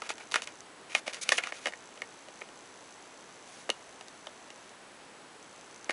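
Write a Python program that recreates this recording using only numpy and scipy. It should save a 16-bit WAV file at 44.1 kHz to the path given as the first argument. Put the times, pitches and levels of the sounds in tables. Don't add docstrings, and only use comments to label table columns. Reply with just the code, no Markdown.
import sys
import numpy as np
from scipy import signal
from scipy.fft import rfft, irfft, next_fast_len
from scipy.io import wavfile
from scipy.ndimage import uniform_filter1d

SR = 44100
rng = np.random.default_rng(int(sys.argv[2]) if len(sys.argv) > 2 else 0)


def log_audio(samples):
    frames = np.atleast_2d(samples).T
    limited = np.clip(frames, -1, 1)
    pcm = np.round(limited * 32767).astype(np.int16)
    wavfile.write(sys.argv[1], SR, pcm)


N = 261361

# frequency in Hz, relative density in dB per Hz.
ROOM_TONE = [(12, -53), (20, -23), (86, -15.5), (110, -11), (237, -3.5), (264, -2.5), (301, -2),
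             (383, -1.5), (996, -2.5), (1170, -4.5), (1520, -5.5), (5460, -16), (6240, -16), (10600, -20),
             (11500, -22), (15000, -65), (22000, -120)]
HISS_DB = -52.0

# frequency in Hz, level in dB rms.
WHINE_TONES = [(7854, -81.5), (7881, -73)]

# frequency in Hz, relative level in dB, t60 in seconds.
BARREL_MODES = [(4630, -26, 0.0054), (6070, -20, 0.008), (6280, -4.5, 0.0071), (7300, -8.5, 0.0064),
                (9650, -11, 0.0022)]
# start in seconds, end in seconds,
# tick force in dB at the start, tick force in dB at the end.
FOCUS_HUNTS = [(-0.1, 0.615, -37, -41), (1.3, 4.7, -39, -43.5), (5.42, 5.85, -44, -38.5)]
FIELD_HZ, FIRST_TICK_S = 59.94, .0054
TICK_SPREAD_DB = 2.0
JOLT_DB = 9.0
WANDER_DB, WANDER_TICKS = 1.2, 4

ROOM_T60_S, ROOM_DB, WALL_CUT_HZ = 0.12, -22, 11000

# frequency in Hz, relative level in dB, t60 in seconds.
BOX_MODES = [(352, 5, 0.012), (483, -2.3, 0.032), (582, 0.75, 0.02), (840, 3, 0.014), (1016, 1.3, 0.015),
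             (1255, 2.5, 0.017), (1435, -2.5, 0.017), (1836, 4.5, 0.011), (2190, 0, 0.017),
             (2450, -3.5, 0.019), (2933, 2.5, 0.011), (3350, -4.5, 0.012), (3727, 1, 0.0093),
             (4545, 3.5, 0.0059), (5750, 5.5, 0.0042), (6430, 4, 0.0062), (7730, 10, 0.0017),
             (9070, 2, 0.0039), (10040, 10, 0.0012)]

# start in seconds, length in seconds, level in dB at the
# nominal end, brightness in dB per octave about 2400 Hz, fade over the stroke in dB.
STROKES = [(0.033, 0.037, -50.5, -1, -5.5), (0.096, 0.03, -54.5, 0.5, 14.5), (0.202, 0.035, -59.5, -1, 5),
           (0.32, 0.02, -51.5, 3, 1), (0.345, 0.017, -38.5, -1.5, -2), (0.367, 0.044, -56.5, -2.5, 14.5),
           (0.423, 0.021, -55, 4, 1), (0.474, 0.032, -61.5, -4.5, 10), (0.898, 0.035, -50, -0.2, -6),
           (0.951, 0.043, -49.5, 0.9, 9), (1.068, 0.04, -50, -0.6, 4), (1.131, 0.026, -50, 1, 1.5),
           (1.165, 0.028, -57, -0.5, 4), (1.215, 0.022, -45, 6.5, -6), (1.245, 0.051, -53, 0, -1),
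           (1.292, 0.027, -48.5, 1, 4), (1.322, 0.04, -46.5, 1.5, 4), (1.372, 0.013, -44.5, 6.5, -4),
           (1.384, 0.028, -54.5, -4.5, 18), (1.431, 0.063, -50, -2.2, 1.5), (1.533, 0.054, -55.5, 2, -2.5),
           (1.613, 0.07, -51.5, 2, -8.5), (3.476, 0.14, -63.5, 4.5, -2), (5.857, 0.012, -64, -1, 3.5),
           (5.895, 0.02, -51.5, -0.5, 8)]
RUB_EDGES_HZ = [600, 1700, 3300, 6000, 11500]
PLAIN_STROKE_DB = [-2, 1, -4.5, -3]
RUB_GRAINS_PER_S = 4000

# start in seconds, hollow thud in dB, wall in dB, nail snap in dB,
# wall pitch in Hz, contact in ms.
BOX_KNOCKS = [(0.0197, -38.5, -31.5, -37.5, 1110, 3.9), (0.092, -45.5, -48, -31.5, 2170, 4.3),
              (0.1036, -34, -34, -35, 1330, 0.93), (0.181, -50, -47, -42.5, 1580, 2.7),
              (0.2074, -47, -49, -62, 2200, 1.4), (0.3138, -49, -50, -39, 1860, 1.6),
              (0.3196, -40.5, -37, -33, 3480, 1.8), (0.3416, -30.5, -22, -22.5, 1410, 2.1),
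              (0.3577, -25, -18.5, -24.5, 1430, 0.71), (0.3758, -53, -51, -54, 2240, 1.8),
              (0.4204, -42, -36.5, -32, 2580, 1.2), (0.4733, -60, -37.5, -35, 2600, 2.1),
              (0.9197, -55, -35.5, -50, 2550, 1.8), (0.9498, -27, -16.5, -23, 2540, 3.3),
              (1.0685, -41, -47, -42, 2350, 1.4), (1.0784, -33.5, -32.5, -32.5, 2240, 2.2),
              (1.1338, -64, -44, -37, 2240, 2.2), (1.1443, -64, -41.5, -34, 2000, 2.3),
              (1.1683, -48, -48, -46, 1770, 1.8), (1.2907, -35.5, -17.5, -18.5, 2540, 1.1),
              (1.32, -26, -20.5, -24, 1840, 7.2), (1.3217, -27, -28, -20.5, 1820, 5.2),
              (1.3811, -37.5, -22, -38, 3040, 5.8), (1.3851, -43, -21.5, -47, 2110, 1.1),
              (1.4361, -41, -28.5, -35.5, 2500, 6.6), (1.471, -48, -34.5, -36.5, 1320, 1.5),
              (1.5226, -36.5, -30.5, -42, 2060, 1.6), (1.6573, -31, -28.5, -31, 2040, 0.9),
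              (1.6595, -33, -27, -48, 3160, 6.8), (1.67, -30.5, -29, -31.5, 1890, 4.4),
              (1.6826, -38.5, -39, -47, 2900, 3.1), (1.7231, -50, -43, -49, 1860, 1.8),
              (1.7357, -51, -37, -47.5, 2020, 2.4), (1.9754, -49.5, -47.5, -52, 2790, 1.6),
              (2.0188, -38.5, -31, -37, 2080, 2.6), (2.285, -43, -52, -48, 2820, 1.8),
              (2.4123, -46, -44, -49, 2240, 3.5), (2.4175, -41.5, -33.5, -50, 2300, 2.1),
              (2.488, -48, -56, -54, 2880, 2.5), (3.6923, -24.5, -32, -37, 1970, 1.6),
              (3.7011, -32.5, -23, -22.5, 3200, 2.8), (4.01, -42, -47, -44, 2830, 4.3),
              (4.083, -51, -60, -41.5, 3120, 2.5), (4.2693, -39, -36, -42, 3430, 3.4),
              (4.5035, -47, -46.5, -45, 2860, 1.7), (5.893, -62, -35, -54, 2120, 1.2),
              (5.8954, -28, -24.5, -36.5, 2140, 0.74), (5.9068, -39, -30.5, -33.5, 1730, 1.2),
              (5.92, -36, -45, -45, 2780, 1.3)]
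# time in seconds, pitch in Hz.
HOLLOW_PITCH = [(0.0, 800), (0.3, 970), (0.48, 1050), (0.9, 637), (1.3, 602), (1.39, 736), (1.66, 604),
                (2.0, 517), (3.69, 540), (3.702, 440), (4.0, 710), (5.89, 577), (5.91, 764)]
THUD_FALL_DB_PER_OCTAVE = 3.5
SNAP_HZ, SNAP_FALL_DB_PER_OCTAVE = 3760, 4.5
FAVOUR_DB, FAVOUR_OCTAVES = 6.5, 0.24
VALLEY_DB = 4
MODE_SPREAD_DB = 1.5

MIC_EDGE_HZ, CUTOFF_HZ = 11000, 12360


def from_db(db):
    return 10 ** (np.asarray(db) / 20)


def rms_one(x):
    return x / np.sqrt(np.mean(x ** 2) + 1e-20)


def ring(clicks, hz, t60):
    radius = from_db(-60 / (t60 * SR))
    w = 2 * np.pi * hz / SR
    return signal.lfilter([0, np.sin(w)], [1, -2 * radius * np.cos(w), radius ** 2], clicks + 1e-18)


def hiss():
    size = next_fast_len(N)
    hz = np.maximum(np.arange(size // 2 + 1) * SR / size, 1)
    tone_hz, tone_db = np.transpose(ROOM_TONE)
    colour = from_db(np.interp(np.log(hz), np.log(tone_hz), tone_db))
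    noise = irfft(rfft(rng.standard_normal(size)) * colour, size)[:N]
    return from_db(HISS_DB) * rms_one(noise)


def whine():
    t = np.arange(N) / SR
    out = np.zeros(N)
    for hz, db in WHINE_TONES:
        out += np.sqrt(2) * from_db(db) * np.sin(2 * np.pi * (hz * t + rng.random()))
    return out


def focus_drive():
    ticks = np.arange(FIRST_TICK_S, N / SR - .01, 1 / FIELD_HZ)
    luck = rng.standard_normal((len(ticks), 2))
    wander = rms_one(uniform_filter1d(luck[:, 1], size=WANDER_TICKS))
    uneven_db = TICK_SPREAD_DB * luck[:, 0] + WANDER_DB * wander
    steps = np.zeros(N)
    for start, end, *levels_db in FOCUS_HUNTS:
        on = np.flatnonzero((ticks >= start) & (ticks <= end))
        force_db = np.interp(ticks[on], [start, end], levels_db) + uneven_db[on]
        to_nearest_end = np.minimum(ticks[on] - start, end - ticks[on])
        force_db += JOLT_DB * (to_nearest_end < 1 / FIELD_HZ)
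        steps[np.round(ticks[on] * SR).astype(int)] = from_db(force_db)
    steps = signal.lfilter(np.hanning(5), 2, steps)
    return sum(from_db(db) * ring(steps, hz, t60) for hz, db, t60 in BARREL_MODES)


def room(x):
    size = next_fast_len(N + SR // 2)
    w = 2 * np.pi * np.arange(size // 2 + 1) / size
    dull = 1 / (1 + 1j * w * SR / (2 * np.pi * WALL_CUT_HZ))
    response = 0
    for k, lag in enumerate(rng.uniform(.004, .022, 8) * SR):
        loop = from_db(-60 * lag / SR / ROOM_T60_S) * dull * np.exp(-1j * w * lag)
        response = response + (-1) ** k * loop / (1 - loop)
    return irfft(rfft(x, size) * response, size)[:N]


def rub():
    grains = from_db(1.8 * np.minimum(rng.exponential(1, N), 4)) * rng.choice([-1, 1], N)
    grains *= rng.random(N) < RUB_GRAINS_PER_S / SR
    walls = np.zeros(N)
    for k, (hz, _, t60) in enumerate(BOX_MODES):
        walls += (-1) ** k * ring(grains, hz, 0.42 * t60)
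    t = np.arange(N) / SR
    out = np.zeros(N)
    for k, edges in enumerate(zip(RUB_EDGES_HZ, RUB_EDGES_HZ[1:])):
        pressure = np.zeros(N)
        octaves = np.log2(np.sqrt(edges[0] * edges[1]) / 2400)
        for s, length, level_db, bright_db, fade_db in STROKES:
            part = slice(int((s - .2 * length) * SR), int((s + 1.3 * length) * SR))
            since = t[part] - s
            rise = since / (.2 * length) + 1
            fall = (length - since) / (.3 * length) + 1
            touching = np.clip(np.minimum(rise, fall), 0, 1)
            stroke_db = level_db + PLAIN_STROKE_DB[k] + bright_db * octaves
            stroke_db = stroke_db + fade_db * (1.0 - since / length)
            pressure[part] += touching * from_db(stroke_db)
        band_filter = signal.butter(2, edges, "band", fs=SR, output="sos")
        out += (-1) ** k * pressure * rms_one(signal.sosfilt(band_filter, walls))
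    return out


def knock_colour_db(hz, thud_db, wall_db, snap_db, hollow_hz, wall_hz):
    if hz >= SNAP_HZ:
        return snap_db - SNAP_FALL_DB_PER_OCTAVE * np.log2(hz / SNAP_HZ)
    colour_db = []
    for thud, wall, snap, low, pitch in zip(thud_db, wall_db, snap_db, hollow_hz, wall_hz):
        corners_hz = [low, np.sqrt(low * pitch), pitch, SNAP_HZ]
        corners_db = [thud, (thud + wall) / 2 - VALLEY_DB, wall, snap]
        colour_db.append(np.interp(np.log(hz), np.log(corners_hz), corners_db))
    below_octaves = np.maximum(np.log2(hollow_hz / hz), 0)
    return np.array(colour_db) - THUD_FALL_DB_PER_OCTAVE * below_octaves


def knocks():
    s, thud_db, wall_db, snap_db, wall_hz, contact_ms = np.transpose(BOX_KNOCKS)
    hollow_hz = np.interp(s, *np.transpose(HOLLOW_PITCH))
    steps = np.arange(600)
    chatter = rng.standard_normal((len(s), 600)) * (rng.random((len(s), 600)) < .12)
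    chatter[:, 0] = -4.0
    contact_samples = np.maximum(contact_ms, .1)[:, None] / 1000 * SR
    chatter *= np.exp(-steps / contact_samples)
    luck = rng.standard_normal((len(s), len(BOX_MODES)))
    at = (np.round(s * SR).astype(int)[:, None] + steps).ravel()
    chatter_power = np.abs(rfft(chatter, 2048, axis=1)) ** 2
    bin_hz = np.arange(1025) * SR / 2048
    out = np.zeros(N)
    for k, (hz, level_db, t60) in enumerate(BOX_MODES):
        colour_db = knock_colour_db(hz, thud_db, wall_db, snap_db, hollow_hz, wall_hz)
        off_octaves = np.minimum(abs(np.log2(hz / wall_hz)), abs(np.log2(hz / hollow_hz)))
        favour_db = FAVOUR_DB * np.exp(-(off_octaves / FAVOUR_OCTAVES) ** 2)
        strength = from_db(colour_db + level_db + favour_db + MODE_SPREAD_DB * luck[:, k])
        weight = 1 / (1 + ((bin_hz - hz) * t60 / 1.1) ** 2)
        strength /= np.sqrt(chatter_power @ weight / weight.sum())
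        force = np.bincount(at, (chatter * strength[:, None]).ravel(), N + 600)[:N]
        out += (-1) ** k * ring(force, hz, t60)
    return signal.sosfilt(signal.butter(3, 280, "high", fs=SR, output="sos"), out)


def scene():
    box = knocks() + rub()
    echoes = from_db(ROOM_DB) * room(box)
    camera = focus_drive() + whine()
    return (box + echoes + hiss() + camera)[None]


def record(dry):
    mic_band = signal.ellip(8, .5, 36, MIC_EDGE_HZ, fs=SR, output="sos")
    top_cut = signal.cheby2(12, 50, CUTOFF_HZ, fs=SR, output="sos")
    narrow = signal.sosfilt(mic_band, dry)
    return signal.sosfilt(top_cut, narrow)


dry = scene()
out = record(dry)
log_audio(out)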